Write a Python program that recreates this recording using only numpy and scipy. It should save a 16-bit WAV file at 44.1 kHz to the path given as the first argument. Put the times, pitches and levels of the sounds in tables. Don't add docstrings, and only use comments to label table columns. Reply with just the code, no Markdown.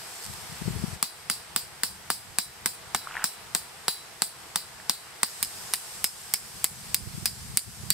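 import sys
import numpy as np
from scipy import signal
from scipy.fft import rfft, irfft, next_fast_len
from scipy.io import wavfile
from scipy.ndimage import uniform_filter1d, map_coordinates

SR = 44100
rng = np.random.default_rng(int(sys.argv[2]) if len(sys.argv) > 2 else 0)


def int16_out(signal):
    q = np.round(np.clip(np.atleast_2d(signal).T, -1, 1) * 32767)
    wavfile.write(sys.argv[1], SR, q.astype(np.int16))


N = 349713

# (frequency [Hz], relative level [dB per Hz])
LEAF_SPECTRUM = [(1470, -12), (2500, -8), (3870, -5.5), (4990, 0.5), (6440, -4.5), (7390, -0.5),
                 (8290, 2.5), (9750, -4.5), (12800, -5.5), (15100, -15.5), (15700, -15), (15900, -60),
                 (16500, -100)]


def amp(db):
    return 10 ** (np.asarray(db) / 20)


def unit(x):
    return x / np.sqrt(np.mean(x ** 2) + 1e-20)


def along(points, hz):
    point_hz, value = np.transpose(points)
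    return np.interp(np.log(hz + 1), np.log(point_hz + 1), value)


def curves(rows):
    time_s, *columns = np.transpose(rows)
    return [np.interp(np.arange(N) / SR, time_s, column) for column in columns]


def wobble(knots_per_s):
    knots = rng.standard_normal(N // 200)
    return map_coordinates(knots, [np.arange(N) * knots_per_s / SR])


def filtered(x, response):
    size = next_fast_len(x.shape[-1] + 8192)
    spectrum = rfft(x, size) * response(np.fft.rfftfreq(size, 1 / SR))
    return irfft(spectrum, size)[..., :x.shape[-1]]


def causal(x, level_db):
    cepstrum = irfft(np.log(amp(level_db(np.fft.rfftfreq(4096, 1 / SR)))))
    cepstrum[1:2048] *= 2
    cepstrum[2049:] = 0
    pulse = irfft(np.exp(rfft(cepstrum)))[None, :2048]
    return signal.oaconvolve(x, pulse, axes=1)[:, :x.shape[1]]


def add(track, start_s, sound):
    part = track[:, round(start_s * SR):][:, :sound.shape[1]]
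    part += sound[:, :part.shape[1]]


def left_right(pan_db):
    return amp(pan_db / 2 * np.array([[1], [-1]]))


def patches(shape, bins, frames):
    field = uniform_filter1d(rng.standard_normal(shape), size=bins, axis=0)
    return unit(uniform_filter1d(field, size=frames, axis=1))


def patchy_noise(spectrum, alike, patchy_db):
    z = signal.stft(rng.standard_normal((2, N)), nperseg=512)[2]
    z = z * amp(patchy_db * patches(z.shape[1:], bins=6, frames=12))
    pair = signal.istft(z, nperseg=512)[1][:, :N]

    def mid_side(hz):
        angle = np.arccos(np.clip(along(alike, hz), -1, 1)) / 2
        return amp(along(spectrum, hz)) * [np.cos(angle), np.sin(angle)]

    mid, side = filtered(pair, mid_side)
    return unit(np.array([mid + side, mid - side]))


def burst(t, t60_s, spread):
    mid, side = rng.standard_normal((2, len(t))) * amp(-60 * t / t60_s)
    return np.array([mid + spread * side, mid - spread * side])


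def wind():
    # (time [s], level [dB], left-right difference [dB])
    wind_levels = [(0, -58, 10), (.22, -71, 2), (.3, -50.5, 25.5), (.54, -53.5, 9), (.62, -43, 15),
                   (.78, -39, 7), (.96, -44, 9), (.99, -65, -2), (1.3, -58.5, 3), (3.6, -59.5, 1),
                   (5.2, -67.5, 10), (5.5, -55.5, 2), (6.35, -59.5, 6), (6.57, -50, -1), (7.1, -43, -4.5),
                   (7.6, -47, 9), (7.93, -44, -14)]
    # (frequency [Hz], relative level [dB per Hz])
    buffet = [(12, -49), (20, -20), (74, 1.5), (156, -2), (209, -3), (270, -22), (330, -28), (430, -25),
              (730, -120)]
    # (frequency [Hz], relative level [dB per Hz])
    flutter = [(60, -90), (150, -3), (250, -6.5), (350, 7), (500, -5.5), (700, -14), (1100, -100)]
    # (centre time [s], envelope peak [dB], frequency [Hz], port [0 left, 1 right])
    eddies = [(0.5, -36, 126, 0), (0.525, -32, 150, 0), (0.62, -22.5, 176, 0), (0.662, -22, 128, 0),
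              (0.682, -15, 170, 0), (0.699, -28, 135, 1), (0.708, -21, 152, 0), (0.843, -15, 181, 0),
              (0.884, -24.5, 148, 0), (0.936, -26.5, 131, 0), (7.076, -24, 109, 1), (7.15, -25.5, 139, 0),
              (7.182, -24.5, 160, 0), (7.228, -26.5, 126, 1), (7.502, -31.5, 130, 1),
              (7.544, -28.5, 125, 0), (7.837, -30, 117, 1), (7.914, -21.5, 162, 0)]
    half_length_cycles = 0.79
    level_db, pan_db = curves(wind_levels)
    lumps_db = 4.7 * np.array([wobble(25), wobble(25)])
    buffeting = unit(amp(lumps_db) * patchy_noise(buffet, [(100, 0.6)], patchy_db=1.0))
    low = left_right(pan_db) * amp(level_db) * buffeting
    t = np.arange(-2000, 2000) / SR
    for centre_s, peak_db, hz, port in eddies:
        envelope = amp(peak_db) * np.exp(-(t * hz / half_length_cycles) ** 2)
        eddy = envelope * np.cos(2 * np.pi * (hz * t + rng.random()))
        add(low[int(port)][None], centre_s + t[0], eddy[None])
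    force = abs(signal.hilbert(low, next_fast_len(N))[:, :N])
    force = uniform_filter1d(force, size=200)
    return low + amp(-4.0) * force ** 1.47 * patchy_noise(flutter, [(300, 0.045)], patchy_db=-0.5)


def air():
    # (time [s], leaves [dB], far rush [dB])
    levels = [(0, -42.5, -45.5), (.95, -43, -46), (.97, -50, -48.5), (2.8, -50, -48.5), (3.15, -48, -46.5),
              (3.6, -49.5, -48.5), (5.2, -49.5, -48.5), (5.3, -41, -46.5), (6.1, -41.5, -48),
              (6.7, -42.5, -48), (7.6, -44.5, -50), (7.93, -44, -48.5)]
    # (frequency [Hz], relative level [dB per Hz])
    rush_spectrum = [(120, -46), (200, -15), (273, -24), (325, -7.5), (419, -5.5), (520, -5), (580, -14.5),
                     (628, -3.5), (904, -2.5), (1030, -4), (1730, -4.5), (1950, -5.5), (5000, -12.5),
                     (6500, -21), (11000, -120)]
    # (frequency [Hz], left-right likeness [0-1])
    leaves_alike = [(2500, 0.15), (5000, 0.088), (9000, 0.11), (15000, 0.027)]
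    # (frequency [Hz], left-right likeness [0-1])
    rush_alike = [(250, 0.33), (600, 0.56), (1500, 0.44), (4000, 0.043)]
    leaves_db, rush_db = curves(levels)
    leaves = amp(leaves_db + 0.32 * wobble(4.3)) * patchy_noise(LEAF_SPECTRUM, leaves_alike, patchy_db=1.2)
    far_rush = amp(rush_db + 0.84 * wobble(3.9)) * patchy_noise(rush_spectrum, rush_alike, patchy_db=0.6)
    return leaves + far_rush


def rumble():
    # (frequency [Hz], relative level [dB per Hz])
    drone = [(12, -43), (20, -10), (32, -19), (70, -6), (113, -5), (136, -0.5), (262, -11.5), (300, -8),
             (390, -32), (660, -120)]
    return amp(-62.5 + 1.8 * wobble(6.5)) * patchy_noise(drone, [(100, 0.61)], patchy_db=1.0)


def creases():
    # (time [s], level before colouring [dB])
    snaps = [(0.2246, -31), (0.237, -33), (0.243, -29), (0.2523, -28), (0.263, -29.5), (0.3365, -31.5)]
    out, t = np.zeros((2, N)), np.arange(900) / SR
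    for start_s, level_db in snaps:
        add(out, start_s, amp(level_db) * burst(t, t60_s=0.018, spread=.7))
    return causal(out, lambda hz: along(LEAF_SPECTRUM, hz))


def contact_crack(t, t60_s, edge_db, click):
    snap = burst(t, t60_s, spread=0.16) + click * (t == 0)
    snap *= 1.12 * np.sqrt(t60_s * SR / 14) / np.linalg.norm(snap[0])
    return snap - (amp(edge_db) - 1) * np.diff(snap, n=2, prepend=0, append=0) / 4


def trees(count, patchy_db):
    # (frequency [Hz], t60 [s])
    decay = [(300, 0.071), (1400, 0.25), (3700, 0.074), (9000, 0.32), (16000, 0.21)]
    hz, t, z = signal.stft(rng.standard_normal((2, count)), SR, nperseg=128)
    patch_db = patchy_db * patches(z.shape[1:], bins=3, frames=14)
    z = z * amp(patch_db - 60 * t / along(decay, hz)[:, None])
    mid, side = signal.istft(z, SR, nperseg=128)[1][:, :count]
    return np.array([mid + 0.97 * side, mid - 1.09 * side])


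def head_ring(t, low_db, high_db, split_hz):
    modes_hz = [3951, 3990, 9797, 14642]
    # (relative level [dB], t60 [s])
    modes = [(-3, .4), (-3, .1), (4, .27), (-9, .12)]
    steel = np.zeros(len(t))
    for hz, (mode_db, t60_s) in zip(modes_hz, modes):
        level_db = mode_db + (low_db if hz < split_hz else high_db)
        envelope = amp(level_db - 60 * t / t60_s) * (1 - np.exp(-t / 0.0003))
        steel += envelope * np.sin(2 * np.pi * (hz * t + rng.random()))
    return steel * amp(2.5 * np.interp(t, np.arange(40) / 100, rng.standard_normal(40)))


def peg_rattle(t, hz, t60_s, q):
    x = signal.lfilter(*signal.iirpeak(hz, q, SR), rng.standard_normal((2, len(t))))
    return unit(x + 0.12 * x[::-1]) * amp(-60 * t / t60_s)


def soil_thud(t):
    thud = np.sin(2 * np.pi * 185 * t) * amp(-60 * t / 0.032) * (1 - np.exp(-t / 0.0077))
    return np.array([thud, thud]) / thud.max()


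def ports_db(hz):
    # (centre [Hz], Gaussian width [Hz], level [dB])
    housing = [(5080, 500, -0.5), (6450, 946, -10), (7200, 640, 1.5), (597, 78, -11), (248, 21, 7.5)]
    return sum(db * np.exp(-((hz - centre_hz) / width_hz) ** 2) for centre_hz, width_hz, db in housing)


def hammer():
    # (time [s], crack [dB], knock [dB], low head ring [dB],
    # high head ring [dB], peg rattle [dB], rattle frequency [Hz], edge [dB]: a squarer hit is brighter)
    blows = [(1.0272, -6, -16, -37, -45, -30, 4680, 0), (1.299, -5, -17.5, -39, -36, -27.5, 4840, -20),
             (1.5615, -8, -16, -45, -44, -28.5, 4830, -0.5), (1.8343, -6.5, -17.5, -42, -39, -28, 4970, -3),
             (2.1024, -7, -14.5, -46, -40, -27.5, 4900, -8.5),
             (2.3857, -6.5, -16, -33, -47, -28.5, 5100, 3), (2.6593, -7, -14.5, -41, -50, -32, 4950, -0.5),
             (2.9476, -4, -10.5, -34, -58, -31.5, 5000, -27), (3.2414, -10, -16, -34.5, -43, -28, 5330, 5),
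             (3.5492, -2, -13.5, -40, -51, -32.5, 4900, -14),
             (3.8816, -4.5, -13, -27.5, -32, -26, 4680, -20), (4.22, -3, -15.5, -38, -35, -31, 4650, -14),
             (4.5587, -1.5, -17.5, -39.5, -44, -30, 4840, -23),
             (4.8962, 0, -17, -36, -46, -29.5, 4500, -15),
             (5.2318, -2.5, -15, -45.5, -45, -29.5, 4830, -5.5),
             (5.4281, -6, -22.5, -52, -51, -28, 5160, 10.5), (5.737, -2.5, -18.5, -41, -41, -34, 4900, 3),
             (6.0428, -7.5, -20, -58, -49, -23, 5150, 12.5), (6.3386, -6.5, -18, -52.5, -50, -25, 5100, 12),
             (6.6433, 1, -18.5, -54, -45, -32, 5000, 1.5), (6.9451, 2.5, -23.5, -58, -47, -28, 4880, 0),
             (7.2572, -2.3, -18, -45.5, -51, -24, 4980, 3),
             (7.5725, -5, -23.5, -52.5, -45, -29.5, 4640, 12), (7.904, -1.5, -18.5, -52, -46, -23, 4700, 5)]
    # (thud [dB], chatter [dB], trees [dB], cloth [dB], rattle t60 [s],
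    # rattle sharpness [Q], left-right difference [dB])
    pegs = [(-38.5, -16, -20, -3, .26, 6.6, 0.1), (-41, -9, -24, 0.5, 0.15, 23, -0.5)]
    contact_t60_s = [.009, .002]
    # (delay [s], relative level [dB])
    cloth = [
        [(.0143, -13), (.033, -24)],
        [(.0046, -10), (.0105, -16), (.0197, -16), (.029, -26)],
    ]
    # (frequency [Hz], level [dB])
    crack_colour = [(300, -34), (1500, -11.5), (3000, -10.5), (5000, 0.5), (9000, 2), (13000, -7),
                    (15600, 4), (16000, -11), (17000, -25)]
    # (frequency [Hz], level [dB])
    knock_colour = [(200, -8), (500, 4), (1000, 9), (2000, 5.5), (3000, -5), (6000, -9)]
    # (frequency [Hz], level [dB])
    scatter_colour = [(300, -21), (1500, -20), (4000, -6), (9000, -4), (10500, -13), (13000, -9.5),
                      (15600, -9.5), (15900, -32), (16500, -98)]
    # (frequency [Hz], level [dB])
    second_colour = [(300, -3.5), (1200, -4), (2200, 5.5), (3300, -1), (5000, 1.5), (8500, 2), (12000, 3),
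                     (16000, -6.5)]
    second_peg_s, left_lag_s = 5.33, 29e-6
    vary_db = 1
    crack, knock, scatter, uncoloured = np.zeros((4, 2, N))
    t = np.arange(round(.27 * SR)) / SR
    for start_s, crack_db, knock_db, low_db, high_db, rattle_db, rattle_hz, edge_db in blows:
        peg = int(start_s > second_peg_s)
        *shared_db, rattle_t60_s, rattle_q, pan_db = pegs[peg]
        thud_db, chatter_db, trees_db, echo_db = shared_db + vary_db * rng.standard_normal(4)
        sides = left_right(pan_db)

        snap = contact_crack(t, contact_t60_s[peg], edge_db, click=2.4 * peg)
        add(crack, start_s, sides * amp(crack_db) * snap)
        add(crack, start_s - .002, sides * amp(crack_db - 31) * burst(t[:400], 0.0026, 0.26))

        add(scatter, start_s, sides * amp(chatter_db) * burst(t, 0.024, 0.082))
        for delay_s, cloth_db in cloth[peg]:
            add(scatter, start_s + delay_s, sides * amp(echo_db + cloth_db) * burst(t[:800], 0.011, 0.34))
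        add(scatter, start_s, sides * amp(trees_db) * trees(count=len(t), patchy_db=2.5))

        knocking = burst(t, 0.0095, 0.043) + amp(-12.0) * burst(t, 0.068, 0.074)
        add(knock, start_s, sides * amp(knock_db) * knocking)

        rattle = amp(rattle_db) * peg_rattle(t, rattle_hz, rattle_t60_s, rattle_q)
        add(uncoloured, start_s, sides * (head_ring(t, low_db, high_db, rattle_hz) + rattle))
        add(uncoloured, start_s + 0.00093, amp(thud_db) * soil_thud(t))

    mix = uncoloured
    for layer, colour in (crack, crack_colour), (knock, knock_colour), (scatter, scatter_colour):
        mix = mix + causal(layer, lambda hz: along(colour, hz))
    mix = causal(mix, ports_db)
    late_left = filtered(mix[0], lambda hz: np.exp(-2j * np.pi * hz * left_lag_s))
    move = round(second_peg_s * SR)
    mix[0, :move] = late_left[:move]
    mix[:, move:] = causal(mix[:, move:], lambda hz: along(second_colour, hz))
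    return mix


def gravel():
    # (time [s], level before onset shaping [dB], frequency [Hz])
    stones = [(3.072, -17.5, 1270), (3.111, -23, 1500), (3.142, -24, 2600), (3.154, -17.5, 1570),
              (3.168, -11.5, 1770), (3.177, -15.5, 1840), (3.195, -19, 1500), (3.222, -17, 1560),
              (4.8, -27.5, 1720)]
    start_s, end_s, scrape_db = 3.15, 3.235, -40.5
    rise_db_per_s, fall_db_per_s = 120, 720
    out, t = np.zeros((2, N)), np.arange(400) / SR
    when, size, pitch = rng.random((1200, 3)).T
    when_s = start_s - .15 + when * (end_s - start_s + .2)
    level_db = scrape_db - rise_db_per_s * np.maximum(start_s - when_s, 0)
    level_db -= fall_db_per_s * np.maximum(when_s - end_s, 0)
    grains = np.transpose([when_s, level_db - 2.1 * np.log(size), 850 * 3.6 ** pitch])
    at_s, db, hz = np.vstack([stones, grains]).T[..., None]
    envelopes = amp(db - 60 * t * hz / 12) * (1 - np.exp(-t * hz * 1.64))
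    knocks = envelopes * np.sin(2 * np.pi * hz * t)
    for knock_s, knock, pan_db in zip(at_s[:, 0], knocks, rng.standard_normal(len(at_s))):
        add(out, knock_s, knock * left_right(2 * pan_db))
    return out


def scene():
    return wind() + air() + rumble() + creases() + hammer() + gravel()


def record(dry):
    threshold_db, share = -9, 0.48
    recovery_db_per_s, delay_s = 18.1, 0.0052
    top_hz, ceiling = 17050, .97
    t = np.arange(N) / SR
    peak_db = 20 * np.log10(np.clip(abs(dry).max(axis=0), 1e-6, 1))
    over_db = np.maximum(peak_db - threshold_db, 0)
    recovery_db = recovery_db_per_s * t
    down_db = np.maximum.accumulate(share * over_db + recovery_db) - recovery_db
    down_db = uniform_filter1d(np.interp(t - delay_s, t, down_db), size=128)
    clipped = np.clip(dry * amp(-down_db), -ceiling, ceiling)
    return np.clip(filtered(clipped, lambda hz: hz < top_hz), -1, 1)


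dry = scene()
out = record(dry)
int16_out(out)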